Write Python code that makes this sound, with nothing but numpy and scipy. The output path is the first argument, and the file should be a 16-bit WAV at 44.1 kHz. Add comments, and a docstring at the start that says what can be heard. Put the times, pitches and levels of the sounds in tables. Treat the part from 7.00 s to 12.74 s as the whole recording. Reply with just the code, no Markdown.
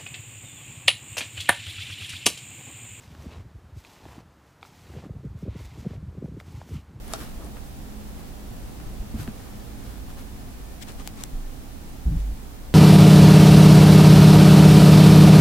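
"""Padlock and microphone handling.

A combination padlock is shoved over a table in a quiet room: it clacks once, slides and ticks, each
contact ringing its steel case. Then the grip on the hand-held microphone shifts: the plastic housing
rubs, snaps twice and shudders softly. Ventilation rumbles faintly behind an even microphone hiss."""
import sys
import numpy as np
from scipy import signal
from scipy.fft import rfft, irfft
from scipy.io import wavfile
from scipy.ndimage import uniform_filter1d

SR = 44100
rng = np.random.default_rng(int(sys.argv[2]) if len(sys.argv) > 2 else 0)


def to_wav(sig):
    """Store sig (one row per channel, or 1-D mono) as 16-bit WAV at the path in sys.argv[1].

    Samples outside -1..1 are clipped; the rate is SR.
    """
    pcm = np.clip(np.atleast_2d(sig), -1, 1) * 32767
    pcm = np.round(pcm).astype(np.int16)
    wavfile.write(sys.argv[1], SR, pcm.T)  # frames by channels


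N = 253134
TIME = np.arange(N) / SR


def from_db(db):
    """Decibels to gain."""
    return 10 ** (np.asarray(db) / 20)


def unit_rms(x):
    """Scale to an rms of 1."""
    return x / np.sqrt(np.mean(x ** 2) + 1e-20)


def unit_energy(x):
    """Scale each channel to an energy of 1."""
    return x / np.sqrt(np.sum(x ** 2, axis=1, keepdims=True))


def panned(pan_db):
    """Stereo gains for a left-minus-right level."""
    return from_db(np.array([[.5], [-.5]]) * pan_db)


def per_bin(points):
    """Interpolate (frequency [Hz], value) points at every FFT bin, on a log axis."""
    hz, value = np.transpose(points)
    bin_hz = np.arange(N // 2 + 1) * SR / N
    return np.interp(np.log(bin_hz + 1e-3), np.log(hz), value)


def noise(colour, correlation, pan_db=0):
    """Coloured stereo noise of rms 1."""
    mid, side = rfft(rng.standard_normal((2, N)))
    spectrum = np.sqrt(1 + correlation) * mid + np.sqrt(1 - correlation) * side * [[1], [-1]]
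    spectrum[:, 0] = 0
    return unit_rms(irfft(spectrum * from_db(per_bin(colour)) * panned(pan_db), N))


def resonate(x, hz, width_hz):
    """Two-pole resonance, unity peak gain."""
    radius = np.exp(-np.pi * width_hz / SR)
    feedforward = np.array([1, 0, -1]) * (1 - radius ** 2) / 2
    feedback = [1, -2 * radius * np.cos(2 * np.pi * hz / SR), radius ** 2]
    return signal.lfilter(feedforward, feedback, x)


def add(out, start_s, sound):
    """Mix a short sound in at start_s."""
    start = int(round(start_s * SR))
    out[:, start:start + sound.shape[-1]] += sound[..., :N - start]


def stroke(centre_s, sigma_s):
    """Bell-shaped envelope of a rub."""
    return np.exp(-.5 * ((TIME - centre_s) / sigma_s) ** 2)


def held(start_s, attack_s, hold_s, t60_s):
    """Linear attack, hold, exponential release."""
    t = TIME - start_s
    return np.clip(t / attack_s, 0, 1) * from_db(-60 * np.maximum(t - attack_s - hold_s, 0) / t60_s)


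def friction(colour, correlation, grain_db):
    """Grainy hiss: surfaces catch and let go about every millisecond."""
    catch = unit_rms(uniform_filter1d(rng.standard_normal(N), size=40))
    return unit_rms(noise(colour, correlation) * from_db(grain_db * catch))


def clicks(contacts, modes, slip_t60_s, slip_db, top_hz, pan_db):
    """Each contact: an impulse and fading slips through a broad resonance, plus ringing body modes."""
    out, t = np.zeros((2, N)), TIME[:SR // 8]
    mode_hz, mode_db, mode_t60_s = np.transpose(modes)[:, :, None]
    rings = from_db(mode_db - 60 * t / mode_t60_s) * np.sin(2 * np.pi * mode_hz * t)
    for start_s, crack_db, crack_hz, q, ring_db in contacts:
        slips = from_db(slip_db - 60 * t / slip_t60_s) * rng.choice([-1, 1], (2, len(t)))
        force = (t == 0) + slips
        # lower-pitched contacts sound duller
        lowpass = signal.butter(3, min(2 * crack_hz, top_hz), fs=SR, output="sos")
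        crack = unit_energy(signal.sosfilt(lowpass, resonate(force, crack_hz, crack_hz / q)))
        mode_gains = from_db(rng.standard_normal((2, len(modes)))) * (-1) ** np.arange(len(modes))
        click = from_db(crack_db) * crack + from_db(ring_db) * mode_gains @ rings
        add(out, start_s, click * panned(pan_db))
    return out


def room(x, t60_s, wall_hz, wet_db):
    """Add a faint, dull tail from the walls, different in each channel."""
    t = TIME[:SR // 2]
    tail = rng.standard_normal((2, len(t))) * from_db(-60 * t / t60_s) * (t > .003)
    tail = unit_energy(signal.sosfilt(signal.butter(1, wall_hz, fs=SR, output="sos"), tail))
    return x + from_db(wet_db) * signal.fftconvolve(x, tail, axes=1)[:, :N]


# rumble and hiss spectrum: (frequency [Hz], relative level [dB])
AIR_COLOUR = [(15, -5), (24, -0.5), (40, -3), (57, -2), (81, -11), (107, -11.5), (178, -15.5), (236, -16),
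              (404, -22.5), (774, -25.5), (1000, -28.5), (2000, -34), (5000, -37.5), (15500, -39.5)]
# left-right likeness: (frequency [Hz], correlation [-])
AIR_CORRELATION = [(50, 0.3), (120, 0.54), (250, 0.6), (500, 0.06), (1000, -0.02), (2000, 0)]
# left-right balance: (frequency [Hz], pan [dB])
AIR_PAN = [(50, -2.5), (120, -9.5), (230, -4.5), (700, -2), (2400, -1.5), (5000, 0.2)]
def air():
    """Ventilation rumble running out into microphone hiss."""
    return from_db(-38) * noise(AIR_COLOUR, per_bin(AIR_CORRELATION), per_bin(AIR_PAN))


# ventilation tones: (frequency [Hz], resonator width [Hz], rms level [dB], pan [dB])
VENT_DRONES = [(25.2, 11, -47, 1), (54.26, 6.9, -46, -3), (167, 16, -62.5, 15), (211.3, 5.6, -53, 1),
               (261.3, 20, -56.5, 2.5), (297, 16.5, -59, -6), (761, 133, -63, -4), (1780, 13, -78.5, 19.5)]
def vent_drones():
    """The ventilation drones in narrow, wavering bands of noise."""
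    out = np.zeros((2, N))
    for hz, width_hz, db, pan_db in VENT_DRONES:
        band = resonate(rng.standard_normal(N + SR), hz, width_hz)
        drone = resonate(band, hz, width_hz)[SR:]   # 1 s to settle
        out += from_db(db) * unit_rms(drone) * panned(pan_db)
    return out


# rustle envelope: (time [s], rms level [dB])
RUSTLE_LEVEL = [(0, -51), (1.3, -49), (1.7, -44.5), (2.2, -44.5), (2.8, -47), (3.2, -51), (5.74, -59)]
# rustle spectrum: (frequency [Hz], relative level [dB])
RUSTLE_COLOUR = [(100, 7), (350, -1), (800, -10.5), (1600, -21), (4000, -23), (12000, -32)]
def rustle():
    """A low rustle rises a little while the hand is at work."""
    return from_db(np.interp(TIME, *np.transpose(RUSTLE_LEVEL))) * noise(RUSTLE_COLOUR, correlation=0.25)


# hand bumps: (time [s], level [dB], pitch [Hz], t60 [s])
HAND_BUMPS = [(1.63, -29.5, 55, 0.21), (1.863, -21.5, 28.2, 0.13), (2.000, -20.5, 29.4, 0.15),
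              (2.142, -23, 226, 0.12), (2.191, -22, 107, 0.15), (2.28, -21, 223, 0.075),
              (4.335, -21.5, 26.8, 0.79), (5.064, -15, 69.4, .12), (5.142, -17.5, 24.9, 0.27),
              (5.3, -25, 22, .45)]
# bump scuff spectrum: (frequency [Hz], relative level [dB])
BUMP_COLOUR = [(40, 14.5), (90, 15), (270, -11), (370, -4), (900, -25), (3000, -49)]
def hand_bumps(rise_s=0.0014, bend=0.11, scuff_db_per_octave=5):
    """Flesh pushes softly: a low damped swing sagging in pitch, with a scuff under the same fade."""
    swings, scuff_gain = np.zeros((2, 2, N))
    t = TIME[:SR // 2]
    for start_s, db, hz, t60_s in HAND_BUMPS:
        fade = from_db(-60 * t / t60_s)
        push = from_db(db) * (1 - np.exp(-t / rise_s)) * fade
        phase = 2 * np.pi * np.cumsum(hz * (1 + bend * (fade - .5))) / SR
        scuff_db = -10 + scuff_db_per_octave * np.log2(hz / 100)   # quicker bumps scuff more
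        add(swings, start_s, push * np.sin(phase))
        add(scuff_gain, start_s, push * from_db(scuff_db))
    return swings + scuff_gain * noise(BUMP_COLOUR, correlation=0.83)


# finger shifts: (time [s], hold [s], level [dB])
GRIP_SHIFTS = [(2.125, .14, -38.5), (5.044, .095, -28)]
# skin scuff spectrum: (frequency [Hz], relative level [dB])
GRIP_COLOUR = [(22, 4), (60, 5), (110, 3), (160, 9), (220, -10.5), (290, -7), (370, -29), (900, -54)]
def grip_scuffs():
    """A dull shuffle of skin, heard through the housing."""
    pressure = sum(from_db(db) * held(start_s, attack_s=.03, hold_s=hold_s, t60_s=0.18)
                   for start_s, hold_s, db in GRIP_SHIFTS)
    return pressure * noise(GRIP_COLOUR, correlation=0.95)


def grip_slip(start_s=5.048, start_hz=65.6, end_hz=49.3, settle_s=0.035, sag_db_per_s=10):
    """The hand slips on the housing: a low shudder that slows and weakens."""
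    t = np.maximum(TIME - start_s, 0)
    hz = end_hz + (start_hz - end_hz) * np.exp(-t / settle_s)
    shudder = from_db(-20.5 - sag_db_per_s * t) * np.sin(2 * np.pi * np.cumsum(hz) / SR)
    return shudder * held(start_s, attack_s=0.012, hold_s=0.25, t60_s=0.31)


# skin strokes: (centre [s], sigma [s], level [dB], relative scrape level [dB])
RUB_STROKES = [(3.825, 0.008, -41, -27), (3.895, 0.016, -45.5, 0.5), (4.006, 0.014, -47.5, 4),
               (4.072, 0.017, -49, -20), (4.211, 0.028, -46, 1), (5.198, 0.024, -53.5, -6)]
# bright rub spectrum: (frequency [Hz], relative level [dB])
SKIN_COLOUR = [(700, -22), (1800, 11.5), (3200, 8), (4800, 5.5), (8200, 5.5), (10500, -0.5), (16000, -6)]
# dull scrape spectrum: (frequency [Hz], relative level [dB])
SCRAPE_COLOUR = [(200, 10.5), (600, 1), (1200, 5), (2200, -19), (6000, -43)]
# finger creeping away from the left port: (time [s], pan [dB])
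FINGER_PAN = [(3.82, 11), (4.0, 3.5), (4.2, 2)]
def housing_rubs():
    """Short bright strokes of skin on the housing, some with a dull scrape."""
    bright = friction(SKIN_COLOUR, correlation=0.077, grain_db=3.5)
    scrape = noise(SCRAPE_COLOUR, correlation=0.12)
    strokes = sum(from_db(db) * stroke(centre_s, sigma_s) * (bright + from_db(scrape_db) * scrape)
                  for centre_s, sigma_s, db, scrape_db in RUB_STROKES)
    return strokes * panned(np.interp(TIME, *np.transpose(FINGER_PAN)))


# seam snaps: (time [s], crack level [dB], Q [-], ring level [dB])
SEAM_SNAPS = [(3.9202, -26.5, 1.9, -54), (4.0682, -30, 1.7, -44), (4.0752, -11.5, 0.8, -21.5),
              (4.2375, -7, 2.2, -28)]
# damped housing modes: (frequency [Hz], relative level [dB], t60 [s])
PLASTIC_MODES = [(816, -7.5, 0.014), (1420, -11.5, 0.0061), (2400, -6.5, 0.0064), (2920, -8.5, 0.0059),
                 (4560, -0.5, 0.0021), (6860, -10, 0.0085), (14300, -18, 0.0036)]
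def housing_snaps(crack_hz=7500):
    """One seam of the housing gives way repeatedly, at the same pitch and place."""
    contacts = [(start_s, db, crack_hz, q, ring_db) for start_s, db, q, ring_db in SEAM_SNAPS]
    return clicks(contacts, PLASTIC_MODES, slip_t60_s=.004, slip_db=-11, top_hz=15000, pan_db=3.5)


# shove envelope: (time [s], level [dB])
SHOVE_LEVEL = [(.03, -59), (.08, -48), (.115, -44.5), (.138, -39), (.17, -46.5), (.215, -38.5), (.265, -47),
               (.39, -61)]
# finger nudges: (centre [s], sigma [s], level [dB], relative drone level [dB])
LOCK_NUDGES = [(0.442, 0.036, -59, 14), (0.564, 0.015, -58, 7), (1.203, .034, -54, 2),
               (2.211, 0.028, -42, -9), (2.45, 0.18, -54.5, -14), (2.884, 0.075, -51.5, -6.5),
               (3.105, 0.016, -50, -22), (3.194, 0.021, -47, -6)]
# lock scuff spectrum: (frequency [Hz], relative level [dB])
LOCK_COLOUR = [(300, 12.5), (700, 2), (1300, 8), (2000, 2.5), (3200, 0), (5000, -2.5), (7500, -5),
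               (12500, -3), (16000, -10)]
# table drone spectrum: (frequency [Hz], relative level [dB])
TABLE_TOP_COLOUR = [(120, -18), (320, 10.5), (620, 3), (1200, -1.5), (2000, -20), (6000, -24)]
def lock_slides(shove_drone_db=-6):
    """The lock scuffs and fingers brush its case; the table top drones dully beneath the scuffs."""
    scuff = friction(LOCK_COLOUR, correlation=0.21, grain_db=2.0)
    drone = noise(TABLE_TOP_COLOUR, correlation=0.81)
    shove = from_db(np.interp(TIME, *np.transpose(SHOVE_LEVEL), left=-np.inf, right=-np.inf))
    nudges = sum(from_db(db) * stroke(centre_s, sigma_s) * (scuff + from_db(drone_db) * drone)
                 for centre_s, sigma_s, db, drone_db in LOCK_NUDGES)
    return shove * (scuff + from_db(shove_drone_db) * drone) + nudges


# metal contacts: (time [s], crack level [dB], crack pitch [Hz])
LOCK_CONTACTS = [(.0800, -24.5, 11000), (.1277, -22, 12000), (.1360, -5.5, 4940), (.1382, -17, 4800),
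                 (0.4464, -27, 9000), (.4637, -29, 8000), (0.5693, -23.5, 1550), (1.8003, -26, 1690),
                 (2.2315, -22, 11100), (2.2768, -18.5, 1630)]
# modes of the steel case on the table: (frequency [Hz], relative level [dB], t60 [s])
CASE_MODES = [(250, -20, 0.15), (647, -4, 0.052), (830, -8, 0.02), (1153, -11.5, 0.048), (1383, -9, 0.019),
              (2300, -26, 0.017), (3830, -17.5, 0.054), (4370, -15, 0.016), (5960, -26, 0.0075),
              (8040, -15, 0.017), (8500, -37, 0.0072), (10560, -5, 0.0047)]
def lock_ticks(reference_db=-22.5, q_halving_db=4, ring_db_per_db=1.44):
    """Shackle, dial and case touch; harder contacts crack more broadly and ring out of proportion."""
    contacts = []
    for start_s, db, hz in LOCK_CONTACTS:
        harder_db = db - reference_db
        q = 3.5 * .5 ** (harder_db / q_halving_db)
        ring_db = -43.5 + ring_db_per_db * harder_db
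        contacts.append((start_s, db, hz, q, ring_db))
    return clicks(contacts, CASE_MODES, slip_t60_s=.004, slip_db=-12, top_hz=10500, pan_db=0.8)


def scene():
    """The lock's ticks carry into the room; the housing sounds right at the microphone."""
    lock = room(lock_ticks(), t60_s=0.12, wall_hz=4000, wet_db=-9) + lock_slides()
    handling = housing_snaps() + housing_rubs() + hand_bumps() + grip_slip() + grip_scuffs()
    return air() + vent_drones() + rustle() + handling + lock


def record(dry):
    """The microphone drops the deepest rumble; the top is cut steeply."""
    low_cut_hz, high_cut_hz = 12, 15850
    highpass = signal.butter(1, low_cut_hz, "high", fs=SR, output="sos")
    lowpass = signal.ellip(12, .1, 70, high_cut_hz, fs=SR, output="sos")
    return signal.sosfilt(lowpass, signal.sosfilt(highpass, dry))


dry = scene()
out = record(dry)
to_wav(out)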